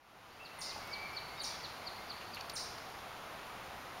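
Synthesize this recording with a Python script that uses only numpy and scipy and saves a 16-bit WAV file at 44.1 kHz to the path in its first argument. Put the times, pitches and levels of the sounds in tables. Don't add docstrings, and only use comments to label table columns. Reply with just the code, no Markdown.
import sys
import numpy as np
from scipy import signal
from scipy.fft import rfft, irfft
from scipy.io import wavfile
from scipy.ndimage import uniform_filter1d

SR = 44100
rng = np.random.default_rng(int(sys.argv[2]) if len(sys.argv) > 2 else 0)


def store_pcm(level_fs):
    pcm = np.round(np.clip(level_fs, -1, 1) * 32767).astype(np.int16)
    wavfile.write(sys.argv[1], SR, np.atleast_2d(pcm).T)


N = 176400


def undb(db):
    return 10 ** (np.asarray(db) / 20)


def unit(x):
    return x / np.sqrt(np.mean(x ** 2))


def seconds(length_s):
    return np.arange(int(length_s * SR)) / SR


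def decay(t, t60_s):
    return np.exp(-np.log(1000) * t / t60_s)


def add(out, start_s, sound):
    i = int(np.clip(start_s * SR, 0, N - 1))
    out[i:i + len(sound)] += sound[:N - i]


def wander(rate_hz):
    hold = int(SR / rate_hz)
    steps = np.repeat(rng.standard_normal(N // hold + 1), hold)
    return unit(uniform_filter1d(uniform_filter1d(steps, hold), hold)[:N])


def band_pass(x, low_hz, high_hz):
    return unit(signal.sosfilt(signal.butter(2, [low_hz, high_hz], "band", fs=SR, output="sos"), x))


def wood_echo(x, t60_s, tail_t60_s=1.08, tail_db=-5, damp_hz=6040, build_s=.0091, grain=.5):
    t = seconds(1.7)
    scatter, clumps, wash = rng.standard_normal((3, N))[:, :len(t)]
    bright = unit(scatter * np.exp(grain * clumps)) * decay(t, t60_s)
    dull = signal.sosfilt(signal.butter(2, damp_hz, fs=SR, output="sos"), wash)
    tail = undb(tail_db) * dull * decay(t, tail_t60_s)
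    echo = (bright + tail) * (1 - np.exp(-t / build_s))
    return signal.fftconvolve(x, echo / np.linalg.norm(echo))[:N]


def leaf_blur(x, decay_s, blur_db):
    t = seconds(.04)
    blur = rng.standard_normal(len(t)) * np.exp(-t / decay_s)
    paths = undb(blur_db) * blur / np.linalg.norm(blur)
    paths[0] += 1
    return signal.fftconvolve(x, paths / np.linalg.norm(paths))


# frequency in Hz, relative spectral density in dB.
RUSH_SPECTRUM = [(25, -8.5), (60, -2), (120, -1.5), (280, -4), (480, -2.13), (750, 2.14), (1280, 1),
                 (1650, -4), (2300, -5.5), (3200, -9), (4400, -12.5), (6000, -17.5), (9000, -21.5),
                 (12000, -22), (16000, -27)]


def creek(level_db=-46.5, flicker_db=.37, swell_db=-.03):
    bin_hz = np.maximum(np.arange(N // 2 + 1) * SR / N, 1)
    hz, db = np.array(RUSH_SPECTRUM).T
    spectrum = rfft(rng.standard_normal(N)) * undb(np.interp(np.log(bin_hz), np.log(hz), db))
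    band = np.round(2 * np.log2(np.maximum(bin_hz, 100)))
    rush = sum(irfft(spectrum * (band == k), N) * undb(flicker_db * wander(18)) for k in np.unique(band))
    return unit(rush) * undb(level_db + swell_db * wander(2.01))


def bubble(hz, decay_cycles=8.9, rise=.119):
    cycles = seconds(4 * decay_cycles / hz) * hz
    age = cycles / decay_cycles
    envelope = np.exp(-age) * (1 - np.exp(-cycles))
    return envelope * np.sin(2 * np.pi * cycles * (1 + rise * age / 2))


# start in seconds, starting pitch in Hz, level in dB.
PLOPS = [(.762, 800, -38), (2.441, 1055, -43.5), (3.50, 1100, -39.5)]


def bubbles(per_s=120, fizz_db=-60.5, fizz_hz=1100, spread_octaves=.7):
    fizz, plops = np.zeros((2, N))
    for when, height, strength in rng.random((int(per_s * N / SR), 3)):
        hz = fizz_hz * 2 ** (spread_octaves * (3 * height ** 2 - 1))
        add(fizz, when * N / SR, bubble(hz) * strength ** 3 * undb(-7 * height))
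    for start_s, hz, db in PLOPS:
        add(plops, start_s, undb(db) * bubble(hz))
    return unit(fizz) * undb(fizz_db) + plops


# start and length in seconds, first and last pitch in Hz, level in dB.
WHISTLES = [(0.29, .09, 3890, 4800, -60), (0.396, 0.044, 2498, 2733, -45), (0.441, 0.042, 2700, 2694, -52),
            (0.524, 0.029, 2870, 2980, -59), (0.568, 0.069, 2070, 2030, -51),
            (.66, 0.061, 2070, 2100, -51.5), (0.801, 0.1, 2170, 2230, -54), (0.872, 0.29, 2211, 2340, -47),
            (1.04, 0.089, 2180, 2170, -52), (1.051, 0.052, 4500, 4280, -56), (1.29, 0.13, 2160, 2140, -54),
            (1.371, .05, 3800, 3740, -50), (1.416, .1, 2330, 2330, -56), (1.498, 0.092, 3500, 3385, -57),
            (1.52, 0.096, 2150, 2146, -56), (1.74, 0.12, 2150, 2135, -58.5), (1.96, .08, 2130, 2120, -58)]


def far_birds(bend=2.6, waver=.0064, edge_share=.14, echo_db=-1.5):
    out = np.zeros(N)
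    for start_s, length_s, first_hz, last_hz, db in WHISTLES:
        t = seconds(length_s)
        glide_hz = last_hz + (first_hz - last_hz) * (1 - t / length_s) ** bend
        hz = glide_hz * (1 + waver * wander(250)[:len(t)])
        envelope = np.minimum(np.minimum(t, length_s - t) / (edge_share * length_s), 1)
        add(out, start_s, undb(db) * envelope * np.sin(2 * np.pi * np.cumsum(hz) / SR))
    return out + undb(echo_db) * wood_echo(out, t60_s=1.05)


# frequency in Hz, relative level in dB, T60 in seconds.
TACKLE_MODES = [(2550, -8, .02), (4040, -6, .012), (4510, 1.5, 0.019), (5103, -2, 0.014), (5500, -5, 0.011),
                (6700, -17, .01)]
# start in seconds, ring level in dB, snap level against the ring in dB.
TICKS = [(.875, -49, 3), (1.134, -42, -12), (1.294, -44, -9), (2.347, -41, 1), (2.358, -46, 0),
         (2.409, -30, -18), (2.411, -30, -18), (2.4975, -26, -16), (2.5005, -26, -14), (2.519, -39, -14),
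         (2.783, -35, -18), (2.901, -40, -12), (2.989, -39, -14)]
# start in seconds, decay time in seconds, level in dB.
SCRAPES = [(2.211, .025, -46), (2.369, .02, -42)]


def tackle(snap_s=.001, snap_band_hz=(3700, 16000), scrape_hz=2400, scrape_octaves=.41):
    out, t = np.zeros(N), seconds(.12)
    ring = sum(undb(db) * np.sin(2 * np.pi * hz * t) * decay(t, t60_s) for hz, db, t60_s in TACKLE_MODES)
    ring /= np.abs(ring).max()
    for start_s, db, snap_db in TICKS:
        snap = band_pass(rng.standard_normal(len(t)), *snap_band_hz) * np.exp(-t / snap_s)
        add(out, start_s, undb(db) * (ring + undb(snap_db) * snap))
    for start_s, decay_s, db in SCRAPES:
        spikes = rng.standard_normal(len(t)) ** 3
        grit = band_pass(spikes, scrape_hz / 2 ** scrape_octaves, scrape_hz * 2 ** scrape_octaves)
        add(out, start_s, undb(db) * grit * np.exp(-t / decay_s))
    return out


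def falling_note(shape, tilt_db_per_octave, jitter, overtone_db):
    times_s, hz, db = np.array(shape).T
    t = times_s[0] + seconds(times_s[-1] - times_s[0])
    pitch_hz = np.interp(t, times_s, hz)
    phase = 2 * np.pi * np.cumsum(pitch_hz * (1 + jitter * wander(1500)[:len(t)])) / SR
    tilt_db = tilt_db_per_octave * np.log2(pitch_hz / hz[np.argmax(db)])
    envelope = undb(np.interp(t, times_s, db) + tilt_db) * signal.windows.tukey(len(t), .1)
    overtone = undb(overtone_db + 18 * np.log2(pitch_hz / 7000))
    return envelope * (np.sin(phase) + overtone * np.sin(2 * phase))


# time from the loudest point in seconds, pitch in Hz, relative level in dB.
CHIP_SHAPE = [(-.034, 10090, -19), (-.027, 9400, -13), (-.018, 8500, -13), (-.012, 7130, -11.5),
              (-.006, 5864, -5.5), (-.001, 4900, 1), (.003, 4170, -2.5), (.008, 3260, -6.5)]
# time of the loudest point in seconds, level in dB, tilt in dB per octave.
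CHIPS = [(.619, -36, 2), (1.445, -35.5, -1), (2.566, -35.5, 3)]


def chipping_bird(echo_db=7.5, scatter_hz=4300):
    out = np.zeros(N)
    leaves = signal.butter(3, scatter_hz, "high", fs=SR, output="sos")
    for peak_s, db, tilt_db_per_octave in CHIPS:
        start_s = peak_s + CHIP_SHAPE[0][0]
        note = undb(db) * falling_note(CHIP_SHAPE, tilt_db_per_octave, jitter=.02, overtone_db=-14)
        add(out, start_s, leaf_blur(note, decay_s=.004, blur_db=0))
        add(out, start_s, undb(echo_db) * wood_echo(signal.sosfilt(leaves, note), t60_s=.48))
    return out


# time from the loudest point in seconds, pitch in Hz, relative level in dB.
SLUR_SHAPE = [(-.042, 5500, -30), (-.029, 5250, -23), (-.015, 4850, -16), (-.006, 4600, 0), (.002, 4300, 0),
              (.010, 3870, -8), (.016, 3300, -16), (.025, 2850, -23)]
# time of the loudest point in seconds, level in dB.
SLURS = [(.458, -41), (.703, -38), (.939, -36), (1.174, -36.5), (1.408, -37), (1.645, -37), (1.876, -37.5),
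         (2.109, -40.5), (2.346, -42)]


def slurring_bird(echo_db=-4.5):
    out = np.zeros(N)
    for peak_s, db in SLURS:
        start_s = peak_s + SLUR_SHAPE[0][0]
        note = falling_note(SLUR_SHAPE, tilt_db_per_octave=-1, jitter=.018, overtone_db=-32)
        blurred = undb(db) * leaf_blur(note, decay_s=.0088, blur_db=1)
        add(out, start_s, blurred)
        add(out, start_s, undb(echo_db) * wood_echo(blurred, t60_s=1.5))
    return out


def scene():
    return (creek() + slurring_bird() + chipping_bird() + far_birds() + tackle() + bubbles())[None]


# time in seconds, gain in dB. The last gain holds.
FADE_IN = [(0, -18.5), (.1, -13), (.25, -9.5), (.4, -7), (.55, -4.5), (.75, -1.5)]


def record(dry, notch_hz=7895, notch_width_hz=780, top_hz=15750):
    faded = dry * undb(np.interp(np.arange(N) / SR, *np.array(FADE_IN).T))
    notch = signal.iirnotch(notch_hz, notch_hz / notch_width_hz, fs=SR)
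    notched = signal.lfilter(*notch, signal.lfilter(*notch, faded))
    return signal.sosfilt(signal.ellip(10, .2, 70, top_hz, fs=SR, output="sos"), notched)


dry = scene()
out = record(dry)
store_pcm(out)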